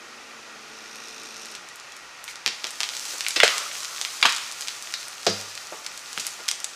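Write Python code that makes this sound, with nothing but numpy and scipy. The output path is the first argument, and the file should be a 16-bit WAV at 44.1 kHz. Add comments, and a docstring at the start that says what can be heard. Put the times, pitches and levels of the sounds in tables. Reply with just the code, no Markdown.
"""Beside a house, the top of a tall fir is cut off and crashes down through its neighbours.
A distant engine hums throughout. A far chainsaw finishes the cut, and the hinge of uncut wood ticks.
Boughs sweep through needles, twigs snap, thick limbs tear, thud and burst, and bark scrapes on bark.
The house wall and the forest echo the breaking wood. Late in the fall the trunk knocks once and rings."""
import sys
import numpy as np
from scipy import signal
from scipy.fft import rfft, irfft
from scipy.io import wavfile
from scipy.ndimage import uniform_filter1d

SR = 44100
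rng = np.random.default_rng(int(sys.argv[2]) if len(sys.argv) > 2 else 0)


def put_to_file(sound):
    """Save the sound as 16-bit audio at rate SR, in the file named by the first command-line argument."""
    columns = np.atleast_2d(sound).T  # one column per channel
    safe = np.clip(columns, -1, 1)
    whole_steps = np.round(safe * 32767)
    wavfile.write(sys.argv[1], SR, whole_steps.astype(np.int16))


N = 297675
TIME = np.arange(N) / SR


def undb(db):
    """Turn decibels into a gain to multiply by."""
    return 10 ** (np.asarray(db) / 20)


def unit(x):
    """Scale x to an average (rms) level of 1."""
    return x / np.sqrt(np.mean(x ** 2))


def add(out, s, x):
    """Mix x into out, starting at s seconds."""
    i = int(s * SR)
    out[i:i + len(x)] += x[:max(N - i, 0)]


def fade(t, t60):
    """Die away, falling 60 dB in t60 seconds."""
    return np.exp(-np.log(1000) * t / t60)


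def ramp(start_s, rise_s):
    """Rise from 0 to 1 and stay there."""
    return np.clip((TIME - start_s) / rise_s, 0, 1)


def swells(rows):
    """A gain made of overlapping bell-shaped swells."""
    return np.sqrt(sum((undb(db) * np.exp(-((TIME - s) / half_s) ** 2)) ** 2 for s, db, half_s in rows))


def band(x, hz, octaves):
    """Keep what lies within so many octaves either side of hz."""
    edges = [hz / 2 ** octaves, min(hz * 2 ** octaves, SR / 2 - 1000)]
    return signal.sosfilt(signal.butter(2, edges, "bandpass", fs=SR, output="sos"), x)


def colour(x, points):
    """Shape the tone of x along a curve of (Hz, dB) points."""
    hz, db = np.transpose(points)
    f = np.fft.rfftfreq(len(x), 1 / SR) + 1
    return irfft(rfft(x) * undb(np.interp(np.log(f), np.log(hz), db)), len(x))


def resonate(x, modes):
    """Play x through the bands in which an object rings."""
    return sum(undb(db) * band(x, hz, np.log2(1 + width / hz / 2)) for hz, width, db in modes)


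def ring(t, hz, t60, rise_cycles):
    """A tone that builds up over rise_cycles while it dies away."""
    turns = np.cumsum(hz * np.ones(len(t))) / SR
    return np.sin(2 * np.pi * turns) * fade(t, t60) * (1 - np.exp(-(turns / rise_cycles) ** 2))


def wander(per_s):
    """Drift smoothly between random values, roughly 1 either side of zero."""
    k = int(SR / per_s)
    return uniform_filter1d(np.repeat(rng.standard_normal(N // k + 1), k), k)[:N]


def clicks(per_s, spread_db):
    """Random clicks: many small ones, a few large."""
    size = undb(spread_db * np.minimum(rng.exponential(size=N), 3.5))
    return (rng.random(N) < per_s / SR) * size * rng.choice([-1, 1], N)


# The tone of the engine's rush. Each row: frequency in Hz, relative level in dB.
RUSH_TONE = [(25, -38), (60, -25), (100, -22.5), (200, -18), (420, -12.5), (700, -9.5), (1200, -7),
             (2600, -9.5), (3400, -12), (6300, -12.5), (8000, -21.5), (11000, -27.5), (14000, -38)]
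# Where its housing rings. Each row: pitch in Hz, width in Hz, relative level in dB.
HOUSING_RINGS = [(50, 18, -15.5), (138, 25, -13.5), (837, 42, -6.5), (1208, 93, -1.5), (1361, 68, 1),
                 (1417, 42, 4), (1900, 99, -1), (2500, 450, -5.5)]
def engine(rush_db=-44.5, housing_db=-49, shaft_hz=49.15, throb_hz=5.9):
    """A distant engine rushes steadily; its housing rattles once a turn and throbs slowly."""
    rush = unit(colour(rng.standard_normal(N), RUSH_TONE)) * undb(rush_db + 0.072 * wander(6.1))
    turns = np.cumsum(shaft_hz * (1 + 0.01 * wander(2.03))) / SR
    shaking = np.exp(0.43 * np.cos(2 * np.pi * turns) + 0.16 * np.cos(2 * np.pi * throb_hz * TIME))
    rattle = unit(resonate(shaking * rng.standard_normal(N), HOUSING_RINGS))
    return rush + undb(housing_db) * rattle


def throttle(cut_hz=223.3, idle_hz=88.5, settle_s=0.27, release_s=1.52, rundown_s=0.24):
    """The saw settles, is let go and runs down. 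Gives its firing rate and the octaves it has run down."""
    running_hz = cut_hz + 17 * np.exp(-TIME / settle_s)
    hz = idle_hz + (running_hz - idle_hz) * np.exp(-np.maximum(TIME - release_s, 0) / rundown_s)
    return hz, np.log2(running_hz / hz)


# The tone of the saw's exhaust. Each row: frequency in Hz, relative level in dB.
EXHAUST_TONE = [(100, 1.5), (220, -5), (330, 8), (450, 0.5), (700, -13), (1500, 0.5), (4000, -25)]
# Where the chain rings the saw's bar. Each row: pitch in Hz, width in Hz, relative level in dB.
BAR_RINGS = [(2550, 420, 6), (4040, 1000, 5), (5500, 1250, 7.5), (6260, 390, 1), (8600, 500, -1.5),
             (10900, 500, -11), (11800, 600, -9)]
def chainsaw(exhaust_db=-55, chain_db=-44):
    """Firings drone through the exhaust; cutters ring the bar at half that rate."""
    hz, octaves_down = throttle()
    phase = 2 * np.pi * np.cumsum(hz * (1 + 0.005 * wander(25.1))) / SR
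    firings = sum(np.cos(k * phase) / np.sqrt(k) for k in range(1, 9))
    rasp = undb(-3) * unit(band(rng.standard_normal(N), 350, 0.61))
    exhaust = unit(colour(firings, EXHAUST_TONE)) + rasp
    bites = np.exp(0.48 * np.cos(phase / 2) + 0.35 * np.cos(phase / 4))  # left and right bite unequally
    chain = unit(resonate(bites * rng.standard_normal(N), BAR_RINGS))
    # Both grow louder as the saw bites in, and quieter as it runs down.
    load = ramp(start_s=0.49, rise_s=0.56)
    exhaust_gain = undb(exhaust_db + 3 * load - 24 * octaves_down)
    chain_gain = load * undb(chain_db - 40 * octaves_down)
    return exhaust_gain * exhaust + chain_gain * chain


# Spells of small snaps. Each row: start and end in seconds, snaps a second, level in dB, pitch in Hz.
CRACKLE_SPELLS = [(0.954, 2.0, 10, -24.5, 5600), (2.55, 5.0, 7.14, -16.5, 5400),
                  (4.999, 6.7, 4, -17.5, 5960)]
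def small_snaps(splinter_db=-3):
    """The hinge, then twigs, give way at uneven moments. Gives extra rows for snaps() to play."""
    rows = []
    for start, end, per_s, db, hz in CRACKLE_SPELLS:
        for k, (when, softer, pitch) in enumerate(rng.uniform(-1, 1, size=(64, 3))):
            s = start + (k + (1 + when) / 2) / per_s
            if s < end:
                rows.append((s, db - 0.5 * softer, hz * 2 ** (0.25 * pitch), splinter_db))
    return rows


# The hinge ticks, then branches snap.
# Each row: start in seconds, level in dB, pitch in Hz, relative splintering in dB.
WOOD_SNAPS = [(1.3671, -22.5, 5184, -13), (1.457, -21, 5700, -7), (1.5513, -18, 4210, -9),
              (1.7586, -25, 8000, -10), (2.2414, -19, 8000, -9), (2.2791, -20.5, 2720, -3),
              (2.3574, -19, 5000, -13), (2.4622, -1, 3700, -13), (2.4774, -5.5, 4000, -7),
              (2.643, -8, 3840, -14), (2.805, -5, 3950, -6), (2.8328, -5, 3800, -18),
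              (2.89, -11, 4060, -17), (2.9677, -11.5, 5200, -19), (3.2078, -7, 4800, -7),
              (3.2654, -9, 2900, -4), (3.2844, -3.5, 6660, -8), (3.3077, -11, 5070, -11),
              (3.402, 1, 2650, 1), (3.4331, 2.5, 2330, -0.5), (3.4789, -1.5, 3470, -13),
              (3.5814, -5.5, 5350, -15), (4.0141, -5.5, 4900, -8), (4.05, -8.5, 3570, -12),
              (4.2276, 1.5, 2880, 3.5), (4.2545, -0.5, 2140, -3), (4.324, -7.5, 5030, -14),
              (4.3642, -10.5, 4970, -3), (4.523, -16, 6000, -17), (4.6092, -13, 6260, -4),
              (4.6838, -9.5, 4550, -6), (4.9395, -9.5, 4170, -2), (5.2662, -12, 5440, -10),
              (5.5766, -18.5, 3720, 1), (5.864, -15.5, 4670, 6), (6.1769, -12, 2160, -7),
              (6.2676, -6, 7100, -3), (6.4876, -3.5, 4740, -3), (6.5132, -6, 5500, 10),
              (6.644, -8, 5460, 2)]
def snaps(echo, body_hz=1500, gain_db=1.5):
    """Each snap is one sharp pulse with a woody body, then a brief splintering of smaller fibres."""
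    out, t = np.zeros(N), TIME[:2048]
    for s, db, hz, splinter_db in WOOD_SNAPS + small_snaps():
        push = rng.standard_normal(len(t)) ** 3 * fade(t, t60=0.017)  # cubing makes the noise spiky
        push *= undb(splinter_db - 1) / np.linalg.norm(push)
        push[0] = 1  # the sharp pulse
        crack = band(push, hz, 0.63) - undb(-9) * band(push, body_hz, 0.86)
        crack *= undb(db + gain_db) / np.abs(crack).max()
        echo_db = np.interp(s, [4.5, 6.5], [-3, -6])  # from low boughs, less sound reaches far trunks
        add(out, s, echo(crack, s, echo_db))
    return out


# The wall's echo as the treetop sinks. Each row: time in seconds, delay in seconds, level in dB.
WALL_ECHO = [(2.4, 0.0093, -7), (2.8, 0.0074, -3.5), (3.4, 0.0085, -11.5), (4.7, 0.0071, -3.5),
             (5.3, .008, -25), (6.2, 0.011, -23)]
# The tone of sound scattered by trees. Each row: frequency in Hz, relative level in dB.
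SCATTER_TONE = [(100, -9), (500, -6.5), (1200, 1), (3000, 2), (6000, 2.5), (9000, 0.5), (14000, -7.5)]
def wall_and_forest(near_db=-6, near_t60=0.28, far_db=-9, far_t60=0.91):
    """Build the echo: one sharp bounce off the house, and a wash from near trunks and deeper woods."""
    t = TIME[:24576]
    scatter = unit(colour(rng.standard_normal(N), SCATTER_TONE))
    near, far = (fade(t, t60) * (1 - np.exp(-t / 0.001)) for t60 in (near_t60, far_t60))
    tail = np.hypot(undb(near_db) * near / np.linalg.norm(near), undb(far_db) * far / np.linalg.norm(far))
    times, delays, wall_db = np.transpose(WALL_ECHO)

    def echo(x, s, echo_db=0):
        """Give x its echo at s seconds. Every break happens somewhere else, so it meets other trunks."""
        start = rng.integers(N - len(t))
        response = tail * scatter[start:start + len(t)]
        delay = int(np.interp(s, times, delays) * SR)
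        response[delay] += undb(np.interp(s, times, wall_db))
        response *= undb(echo_db)
        response[0] += 1  # the direct sound
        return signal.fftconvolve(x, response)
    return echo


def burst(db, hz, octaves, t60, rise_s=0.00018):
    """A band of noise that starts suddenly and dies away."""
    t = TIME[:8192]
    noise = unit(band(rng.standard_normal(len(t)), hz, octaves))
    return undb(db) * noise * fade(t, t60) * (1 - np.exp(-t / rise_s))


# Limbs tearing. Each row: start in seconds, level in dB, pitch in Hz, octaves to either side.
LIMB_TEARS = [(2.279, -33.5, 2260, .16), (2.463, -29.5, 2250, 0.17), (3.361, -15.5, 2770, 0.84),
              (3.402, -19.5, 1500, .93), (3.434, -12.5, 3260, 1.04), (4.229, -21, 1090, 1),
              (4.254, -15, 1900, 1.44), (4.292, -20.5, 2820, 1.1), (4.94, -26.5, 4170, .15),
              (5.266, -14.5, 4830, 0.31), (5.266, -17.5, 1950, 1), (6.197, -24.5, 4260, .93),
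              (6.481, -21.5, 4500, 0.96)]
def tears(echo):
    """Fibres rip along the grain in a dense burst; thin limbs ring in a narrow band."""
    out = np.zeros(N)
    for s, db, hz, octaves in LIMB_TEARS:
        add(out, s, echo(burst(db, hz, octaves, t60=0.065), s))
    return out


# Single boughs whipping past. Each row: middle in seconds, level in dB, half length in seconds.
BOUGH_SWISHES = [(2.3, -40.5, 0.031), (2.95, -43, 0.044), (3.55, -36, 0.11), (4.08, -43.5, .08),
                 (5.38, -41, 0.075), (6.23, -39, .16)]
# The tone of brushing needles. Each row: frequency in Hz, relative level in dB.
NEEDLE_TONE = [(120, -25.5), (450, -12.5), (900, -10.5), (1600, -7.5), (3000, -4), (6300, 1), (9000, -7),
               (14000, -17.5)]
def boughs(sweep_db=-36.5, twig_db=-7, flutter_db=1.2, slows_s=3.85, fall_db_per_s=4):
    """Needles brush in countless tiny ticks and thin twigs crackle, fading as the treetop slows."""
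    needles = unit(colour(clicks(12000, 4.5), NEEDLE_TONE)) * undb(flutter_db * wander(25))
    twigs = sum(band(clicks(130, 16), hz, 0.6) for hz in (2600, 4200, 6000))
    twigs = unit(colour(twigs, [(6500, -2), (9000, -7), (14000, -5)]))  # foliage dulls the hidden twigs
    slowing_db = fall_db_per_s * np.maximum(TIME - slows_s, 0)
    sweep = ramp(start_s=2.41, rise_s=0.62) * undb(sweep_db - slowing_db)
    return np.hypot(sweep, swells(BOUGH_SWISHES)) * (needles + undb(twig_db) * twigs)


# Heavy wood hitting boughs and stems. Each row: start in seconds, level in dB, pitch in Hz.
WOOD_THUDS = [(2.463, -39, 300), (2.639, -38, 650), (2.805, -39.5, 1000), (3.134, -39.5, 700),
              (3.364, -30, 463), (3.436, -18, 532), (4.253, -33, 336), (5.265, -16.5, 510),
              (5.722, -34, 620), (6.177, -39.5, 330), (6.39, -40.5, 600)]
def thuds(echo, soft_db=-40.5, hard_db=-22):
    """A soft blow thuds long and broad, a hard one short and focused."""
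    out = np.zeros(N)
    for s, db, hz in WOOD_THUDS:
        octaves = np.interp(db, [soft_db, hard_db], [1.13, 0.44])
        t60 = np.interp(db, [soft_db, hard_db], [0.16, 0.083])
        add(out, s, echo(burst(db, hz, octaves, t60), s))
    return out


# Thick limbs letting go. Each row: start in seconds, level in dB, final pitch in Hz.
LIMB_BREAKS = [(3.402, -8, 2020), (3.4318, 0, 2170), (3.4335, -2.5, 595), (3.4344, -8, 431),
               (4.2271, -4.5, 2570), (4.2513, -4, 904), (4.2559, -1.5, 1115)]
def breaks(echo, glide_s=0.00097, fade_cycles=14):
    """A loaded limb parts with a short yelp that drops in pitch."""
    out, t = np.zeros(N), TIME[:8192]
    for s, db, final_hz in LIMB_BREAKS:
        hz = final_hz * (1 + 0.435 * np.exp(-t / glide_s))
        yelp = undb(db) * ring(t, hz, t60=fade_cycles / final_hz, rise_cycles=0.76)
        add(out, s, echo(yelp, s, echo_db=-5))
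    return out


# Bark scraping. Each row: middle in seconds, level in dB, half length in seconds.
BARK_SCRAPES = [(3.54, -34, 0.12), (4.0, -46.5, 0.31)]
def scrapes():
    """Bark rubs on bark in tiny jerks."""
    rubbing = unit(band(clicks(per_s=1500, spread_db=3.5), hz=1230, octaves=0.17))
    return rubbing * swells(BARK_SCRAPES) * undb(1.5 * wander(20))


# The notes of the bending trunk. Each row: pitch in Hz, level in dB, seconds to fade by 60 dB.
TRUNK_NOTES = [(101, -34.5, 0.61), (178, -25, 0.21), (205, -28.5, 0.35), (295, -39.5, 0.46),
               (360, -24.5, 0.19), (444, -24.5, 0.2), (512, -28.5, 0.28), (690, -15, 0.07)]
def trunk(knock_s=5.266):
    """The trunk hits a neighbour and rings like a wooden bar; its lowest note builds and fades slowest."""
    out, t = np.zeros(N), TIME[:SR]
    add(out, knock_s, sum(undb(db) * ring(t, hz, t60, rise_cycles=2.2) for hz, db, t60 in TRUNK_NOTES))
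    return out


def scene():
    """Mix the falling treetop, the saw and the engine into one channel."""
    echo = wall_and_forest()
    echoing_wood = snaps(echo) + breaks(echo) + tears(echo) + thuds(echo)
    return (echoing_wood + boughs() + scrapes() + trunk() + chainsaw() + engine())[None]


def record(dry, bass_hz=32, top_hz=15000):
    """Clip the loudest cracks, then cut the deep bass and the highest treble."""
    clipped = np.clip(dry, -0.9, 0.9)
    thinned = signal.sosfilt(signal.butter(2, bass_hz, "highpass", fs=SR, output="sos"), clipped)
    return signal.sosfilt(signal.ellip(8, 0.2, 70, top_hz, fs=SR, output="sos"), thinned)


dry = scene()
out = record(dry)
put_to_file(out)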